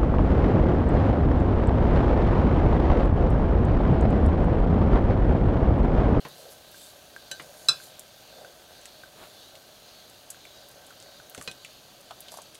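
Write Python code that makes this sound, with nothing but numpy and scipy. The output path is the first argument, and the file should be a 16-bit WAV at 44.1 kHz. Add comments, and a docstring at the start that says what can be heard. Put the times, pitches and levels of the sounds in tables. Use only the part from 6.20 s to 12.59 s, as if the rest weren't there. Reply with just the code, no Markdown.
"""In a kitchen, a steel pot simmers on the hob while chopsticks lift boiled leaves into a strainer.
The metal strainer clinks on the rim, the chopsticks knock and tap, and drops plip into the broth.
The wet leaves crackle as they are moved. Small bubbles make the air in the pot murmur, and finer
ones sizzle in swells about twice a second. Behind it all is the soft, steady rush of the room."""
import sys
import numpy as np
from scipy import signal
from scipy.fft import rfft, irfft, next_fast_len
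from scipy.io import wavfile
from scipy.ndimage import uniform_filter1d, map_coordinates

SR = 44100
rng = np.random.default_rng(int(sys.argv[2]) if len(sys.argv) > 2 else 0)


def generate_wav(signal):
    """Clip the signal to [-1, 1] and save it as 16-bit WAV at the path in sys.argv[1]."""
    frames = np.transpose(np.atleast_2d(signal))
    scaled = np.clip(frames, -1, 1) * 32767
    pcm = np.round(scaled).astype(np.int16)
    wavfile.write(sys.argv[1], SR, pcm)


N = 281799  # length in samples, about 6.4 s

# the notes of the pot's wall: f/Hz, level/dB, t60/s (the time a sound takes to fade by 60 dB)
POT_NOTES = [(560, -12, .12), (1553, -6, .24), (1780, -10, .08), (2570, -11, .08), (2900, -9, .07),
             (3020, -7, .07), (3985, 1, .12), (6110, -5, .1), (6200, -11, .08), (7490, -8, .08),
             (8970, -15, .08)]
# the notes of the strainer's handle: f/Hz, level/dB, t60/s
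HANDLE_NOTES = [(526, -4.5, 0.053), (1048, -8, 0.051), (2510, -2.5, 0.079), (4070, -2.5, 0.058)]
# blows on the rim: t/s, pot level/dB, strainer level/dB, handle level/dB,
# crack level/dB, crack f/Hz, thump level/dB, thump f/Hz
RIM_BLOWS = [(1.114, -32, -67, -50, -31.5, 5200, -52, 330),
             (1.4853, -40, -10.5, -36, -21.5, 5340, -37.5, 294),
             (5.2755, -38, -40, -30, -31, 2800, -43, 230)]
def rim_clinks():
    """Each blow on the rim cracks, rings pot, strainer and handle, and thumps the pot on the hob."""
    out = np.zeros(N)
    for s, pot_db, strainer_db, handle_db, crack_db, crack_hz, thump_db, thump_hz in RIM_BLOWS:
        add(out, s, amp(pot_db) * ring(POT_NOTES, rough=0.41))
        add(out, s, amp(strainer_db) * strainer_rattle(ring_db=-10.5, rise_s=0.0011))
        add(out, s, amp(handle_db) * ring(HANDLE_NOTES, rough=0.85))
        add(out, s, amp(crack_db) * burst(crack_hz, octaves=1.66, t60=0.044))
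        add(out, s, amp(thump_db) * pot_thump(thump_hz))
    return out


# the notes of the strainer's frame: f/Hz, relative rattling level/dB, relative ringing level/dB, t60/s
STRAINER_NOTES = [(1061, -28, -27, .3), (1240, -19, -19, .22), (1400, -18, -20, .15), (1570, -19, -18, .3),
                  (2565, -25, -16, .26), (2632, -17, -18, .12), (3490, -21, -13, .25),
                  (3772, -23, -21, .14), (4001, 0, -11, .23), (4155, -22, -22, .1), (4587, -36, -22, .3),
                  (4808, -17, -19, .12), (4935, -15, -15, .18), (5213, -10, -4, .15), (5325, -19, -13, .18),
                  (6180, -17, -14, .16), (6835, -31, -26, .18), (7380, -24, -17, .11), (7718, -16, -20, .1),
                  (8176, -26, -17, .17), (8990, -23, -23, .09), (9367, -27, -22, .09), (9950, -30, -27, .1)]
def strainer_rattle(ring_db, rise_s):
    """The strainer buzzes hard while it rattles on the rim, then rings on softly."""
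    t = seconds(SR // 2)
    pressed = np.exp(-(t / .015) ** 3.5)  # the rattle stops suddenly, after about 15 ms
    contact = (1 - np.exp(-t / rise_s)) * pressed
    out = np.zeros(len(t))
    for hz, rattle_db, free_db, t60 in STRAINER_NOTES:
        out += amp(rattle_db) * contact * steel_note(hz, t, rough=0.71)
        out += amp(ring_db + free_db) * (1 - pressed) * fade(t, t60) * steel_note(hz, t, rough=1.7)
    return out


def ring(notes, rough):
    """Struck steel sounds several notes at once, each fading at its own speed."""
    t = seconds(SR // 3)
    return sum(amp(db + rng.normal(0, 1)) * fade(t, t60) * steel_note(hz, t, rough)
               for hz, db, t60 in notes)


def steel_note(hz, t, rough):
    """One note that wavers as the hand and the broth weigh on the steel."""
    return np.sin(2 * np.pi * (hz * t + rng.random()) + rough * wobble(142, len(t)))


def pot_thump(hz):
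    """The whole pot bounces on its base."""
    t = seconds(SR // 3)
    rocking = amp(-5.5) * fade(t, t60=0.19) * np.sin(2 * np.pi * 144 * t)
    return burst(hz, octaves=2.84, t60=0.15) + rocking


# bumps on the pot: t/s, knock level/dB, knock f/Hz, thump level/dB, thump f/Hz
POT_KNOCKS = [(0.0505, -38, 1360, -39.5, 352), (1.1974, -37, 1510, -44, 320),
              (5.1766, -41.5, 3580, -40.5, 149)]
# taps on each other and on the strainer: t/s, wood level/dB, wood f/Hz, tip snap level/dB
LIGHT_TAPS = [(2.6561, -47.5, 1880, -27.5), (3.3535, -45, 3240, -37.5), (4.2525, -48, 2480, -41),
              (4.7058, -47, 1350, -41), (5.148, -40.5, 1500, -26), (5.213, -39, 1330, -29.5),
              (5.3141, -41.5, 3200, -29), (5.448, -37.5, 2560, -31.5), (5.908, -42.5, 3400, -47),
              (6.0836, -40.5, 3370, -37), (6.353, -48.5, 3200, -32)]
def chopsticks():
    """Wooden chopsticks knock dully on the pot and tap lightly, with a snap from their tips."""
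    out = np.zeros(N)
    for s, db, hz, thump_db, thump_hz in POT_KNOCKS:
        add(out, s, amp(db) * burst(hz, octaves=2.1, t60=0.075))
        add(out, s, amp(thump_db) * pot_thump(thump_hz))
    for s, db, hz, snap_db in LIGHT_TAPS:
        add(out, s, amp(db) * burst(hz, octaves=0.56, t60=0.036))
        add(out, s, amp(snap_db) * tick(hz=7400, body_db=-4, scatter_db=-9.5))
    return out


# single ticks: t/s, level/dB, f/Hz, relative scatter level/dB
SHARP_TICKS = [(0.0859, -34.5, 11500, -8), (1.795, -23.5, 9000, -12), (4.1031, -23, 8740, -4.5),
               (4.8017, -31.5, 6700, -18), (4.826, -33.5, 6560, -13), (5.098, -27, 12000, -12),
               (5.225, -27.5, 7960, -12), (6.0053, -30.5, 11000, -3.5), (6.2188, -33, 8060, -7),
               (6.3466, -32.5, 8000, -10)]
def sharp_ticks():
    """Flying droplets and chopstick tips make sharp, high ticks."""
    out = np.zeros(N)
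    for s, db, hz, scatter_db in SHARP_TICKS:
        add(out, s, amp(db) * tick(hz, body_db=-20.5, scatter_db=scatter_db))
    return out


def tick(hz, body_db, scatter_db):
    """A snap with a little lower-pitched body, scattering between the pot's walls."""
    click = signal.unit_impulse(SR // 3)
    snap = band(click, hz, octaves=0.87)
    body = band(click, hz=2800, octaves=0.87)
    scatter = amp(scatter_db - 6) * burst(hz, octaves=0.86, t60=0.044)
    return snap / np.abs(snap).max() + amp(body_db) * body / np.abs(body).max() + scatter


# drops and bursting bubbles: t/s, level/dB, f/Hz, t60/s
PLIPS = [(0.5444, -43.5, 1570, 0.035), (0.9635, -31.5, 1593, 0.033), (1.601, -39, 1570, 0.039),
         (2.2475, -37, 1526, 0.031), (2.836, -37, 1544, 0.047), (4.1455, -40, 1540, 0.018),
         (4.253, -38.5, 2260, 0.013), (4.705, -44, 1510, 0.033), (5.0002, -40, 1500, 0.025)]
def drops():
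    """Each drop makes a tiny splash and traps a bubble that rings briefly."""
    out, t = np.zeros(N), seconds(SR // 3)
    for s, db, hz, t60 in PLIPS:
        bubble = np.sin(2 * np.pi * hz * t) * fade(t, t60)
        splash = amp(-10) * burst(hz=2370, octaves=4.3, t60=0.0039)
        add(out, s, amp(db) * (bubble + splash))
    return out


# strokes through the leaves: t/s, level/dB, half length/s
LEAF_STROKES = [(.21, -55, 0.063), (0.32, -52.5, 0.032), (0.63, -53, 0.11), (1.434, -56.5, 0.26),
                (1.655, -55, 0.043), (3.08, -61.5, 0.14), (5.234, -54, .045), (6.14, -56, 0.037)]
# the tone of the rustle, from low to high: f/Hz, relative level/dB
RUSTLE_TONE = [(80, -12), (250, -4), (1200, -2.5), (2000, -11), (3200, -9), (6000, -24)]
# pats in the strainer: t/s, level/dB, f/Hz, squelch level/dB
LEAF_PATS = [(5.908, -36.5, 880, -53), (6.119, -44.5, 780, -42.5), (6.140, -42.5, 850, -45),
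             (6.171, -43, 730, -41.5), (6.187, -39.5, 735, -52)]
def wet_leaves():
    """The leaves crackle when stroked, rustle when gripped and squelch when patted down."""
    fine_pops = patchy(pops(rate=4000, spread_db=3.5), depth_db=3)
    crackle = unit(band(fine_pops, hz=8450, octaves=1.17))
    out = crackle * sum(amp(db) * hump(s, half_s) for s, db, half_s in LEAF_STROKES)
    rustle = coloured(pops(rate=1500, spread_db=0), RUSTLE_TONE)
    out += amp(-48.5) * hump(s=3.022, half_s=0.047) * rustle
    for s, db, hz, squelch_db in LEAF_PATS:
        add(out, s, amp(db) * burst(hz, octaves=0.92, t60=0.066))
        add(out, s, amp(squelch_db) * burst(hz=7160, octaves=1.3, t60=0.05))
    return out


# stirs of the chopsticks: t/s, level/dB
BROTH_STIRS = [(.25, -51.5), (1.25, -55), (2.22, -51)]
def stirring():
    """The broth gives a short, low slosh with each stir."""
    slosh = unit(band(pops(rate=2200, spread_db=1.5), hz=555, octaves=0.59))
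    return slosh * sum(amp(db) * hump(s, half_s=0.079) for s, db in BROTH_STIRS)


# how strongly the broth bubbles: t/s, relative level/dB
BUBBLING = [(0.0, -55), (0.6, -60), (1.42, -56), (1.97, -59.5), (2.19, -57), (3.79, -60), (5.12, -57),
            (5.61, -63.5), (6.09, -57.5), (6.39, -62)]
# the notes of the air inside the pot: f/Hz, width/Hz, level/dB
AIR_NOTES = [(578, 39, 2), (623.6, 29, 4), (707.5, 60, -0.5), (1340, 120, -15), (1538, 54, -3)]
def simmer():
    """Small bubbles pop and make the air in the pot murmur at its own notes."""
    def hollow(f):
        return sum(amp(db) * 1j * f * width / (hz * hz - f * f + 1j * f * width)
                   for hz, width, db in AIR_NOTES)
    murmur = unit(filtered(pops(rate=900, spread_db=4.5), hollow))
    return amp(curve(BUBBLING) + 1.5) * murmur


# the tone of the sizzle: f/Hz, relative level/dB
SIZZLE_TONE = [(1500, -17), (2300, -8.5), (3000, -2.5), (3600, -1), (4500, -0.5), (4950, -5), (5400, -9),
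               (6100, -5.5), (6800, -5), (7400, -18), (12000, -32)]
def sizzle():
    """Fine bubbles fizz all the time; in each swell they grow louder and sing."""
    swell = swells(first_s=0.13, gap_s=0.484, slowing_s=0.012, half_s=0.17, count=12)
    fizz = patchy(coloured(pops(rate=9000, spread_db=4), SIZZLE_TONE), depth_db=1.5)
    fizz_gain = np.hypot(amp(-59) * swell, amp(-57))  # a swelling part and a steady part
    song = singing_bubbles(low_hz=3450, high_hz=4900, half_s=0.045, spread_db=15, count=640)
    return fizz_gain * fizz + amp(-58.5) * swell * song


def swells(first_s, gap_s, slowing_s, half_s, count):
    """A row of swells, each gap slowing_s longer than the last."""
    k = np.arange(count)
    crests = first_s + gap_s * k + slowing_s * k * (k - 1) / 2
    return sum(hump(s, half_s) for s in crests)


def singing_bubbles(low_hz, high_hz, half_s, spread_db, count):
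    """Tiny steam bubbles on the hot steel each sing briefly at their own pitch."""
    out, t = np.zeros(N), seconds(SR // 5)
    swell = np.exp(-((t - t.mean()) / half_s) ** 2)
    for slot, (when, pitch, size) in enumerate(rng.random((count, 3))):
        hz = low_hz + pitch * (high_hz - low_hz)
        middle_s = (slot + when) / count * N / SR
        add(out, middle_s - t.mean(), amp(spread_db * size) * swell * np.sin(2 * np.pi * hz * t))
    return unit(out)


# the tone of the spray: f/Hz, relative level/dB
SPRAY_TONE = [(3000, -44), (6000, -19), (7500, -3.5), (9500, 0.5), (11300, -3), (13000, 1.5), (16000, -5)]
def spray():
    """The bubbles throw up a fine, hissing spray that slowly thins."""
    start_db, fall_db_per_s = -60, 0.47
    hiss = patchy(coloured(pops(rate=6000, spread_db=4.5), SPRAY_TONE), depth_db=1)
    return amp(start_db - fall_db_per_s * seconds(N)) * hiss


def spatter(count):
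    """Stray droplets tick faintly on the hot steel at random moments."""
    out = np.zeros(N)
    for when, size, pitch in rng.random((count, 3)):
        click = tick(hz=10600 * 2 ** (pitch - .5), body_db=-18, scatter_db=-6)
        add(out, when * N / SR, amp(-42 + 6 * size) * click)
    return out


def kitchen_echo(x, t60):
    """The kitchen answers a sound with a short, blurred echo, 5 ms later."""
    tail = unit(burst(hz=2200, octaves=5, t60=t60)) / np.sqrt(SR // 3)
    return signal.fftconvolve(x, np.pad(tail, (SR // 200, 0)))[:N]


# the tone of the room's background noise: f/Hz, relative level/dB
KITCHEN_TONE = [(20, -16), (45, -1.5), (80, -0.5), (140, 2), (230, -1.5), (450, -0.5), (900, -7),
                (1300, -4), (2100, -15.5), (3200, -9.5), (7000, -14.5), (15000, -21.5)]
def kitchen_rush():
    """A soft, steady rush fills the room."""
    return amp(-57) * coloured(rng.standard_normal(N), KITCHEN_TONE)


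def amp(db):
    """Turn decibels into a number to multiply by."""
    return 10 ** (np.asarray(db) / 20)


def unit(x):
    """Scale to an average strength (rms) of 1."""
    return x / np.sqrt(np.mean(x ** 2) + 1e-20)


def seconds(count):
    """The time of each sample."""
    return np.arange(count) / SR


def curve(rows):
    """Join (time, value) points with straight lines."""
    return np.interp(seconds(N), *np.transpose(rows))


def fade(t, t60):
    """Die away by 60 dB every t60 seconds."""
    return np.exp(-np.log(1000) * t / max(t60, 1e-4))


def hump(s, half_s):
    """A bell-shaped swell of height 1 around time s."""
    return np.exp(-((seconds(N) - s) / half_s) ** 2)


def wobble(rate, count):
    """A smooth curve through rate random points a second."""
    points = rng.standard_normal(int(count * rate / SR) + 4)
    return map_coordinates(points, [np.arange(count) * rate / SR])


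def add(track, s, sound):
    """Mix a sound into the track at time s."""
    start = max(round(s * SR), 0)
    track[start:start + len(sound)] += sound[:N - start]


def filtered(x, response):
    """Turn each frequency up or down by response(frequency)."""
    size = next_fast_len(len(x) + SR // 2)
    return irfft(rfft(x, size) * response(np.fft.rfftfreq(size, 1 / SR)), size)[:len(x)]


def coloured(x, points):
    """Shape x with a tone table, at strength 1."""
    f, db = np.transpose(points)
    return unit(filtered(x, lambda hz: amp(np.interp(np.log(hz + 1), np.log(f), db))))


def band(x, hz, octaves):
    """Keep the frequencies around hz, in a band this many octaves wide."""
    edges = np.minimum(hz * 2 ** (np.array([-.5, .5]) * octaves), [SR / 3, SR / 2.1])
    return signal.sosfilt(signal.butter(2, edges, "band", fs=SR, output="sos"), x)


def burst(hz, octaves, t60):
    """A dying puff of noise around hz that starts at strength 1."""
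    decay = fade(seconds(SR // 3), t60)
    puff = band(decay * rng.standard_normal(len(decay)), hz, octaves)
    return unit(puff) * np.sqrt(np.mean(decay ** 2))


def pops(rate, spread_db):
    """Tiny random clicks of uneven size, about rate a second, at strength 1."""
    sizes = amp(spread_db * np.clip(rng.standard_normal(N), -2, 2)) * rng.choice([-1, 1], N)
    return unit(sizes * (rng.random(N) < rate / SR))


def patchy(x, depth_db):
    """Let small patches of high and low sound flare and sink at random."""
    spectrum = signal.stft(x, nperseg=512)[2]
    patches = uniform_filter1d(rng.standard_normal(spectrum.shape), size=7, axis=0)  # blur over pitch
    patches = uniform_filter1d(patches, size=16, axis=1)  # blur over time
    return unit(signal.istft(spectrum * amp(depth_db * unit(patches)), nperseg=512)[1][:N])


def scene():
    """Utensils, drops and leaves over the simmering pot and the kitchen's rush, in one channel."""
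    hits = rim_clinks() + chopsticks() + sharp_ticks() + drops()
    cooking = wet_leaves() + stirring() + simmer() + sizzle() + spray() + spatter(count=10)
    room = amp(-15) * kitchen_echo(hits, t60=0.15) + kitchen_rush()
    return (hits + cooking + room)[None]


def record(dry):
    """Cut away the very highest treble."""
    top_hz = 15800
    return filtered(dry[0], lambda hz: 1 / np.sqrt(1 + (hz / top_hz) ** 200))[None]


dry = scene()
out = record(dry)
generate_wav(out)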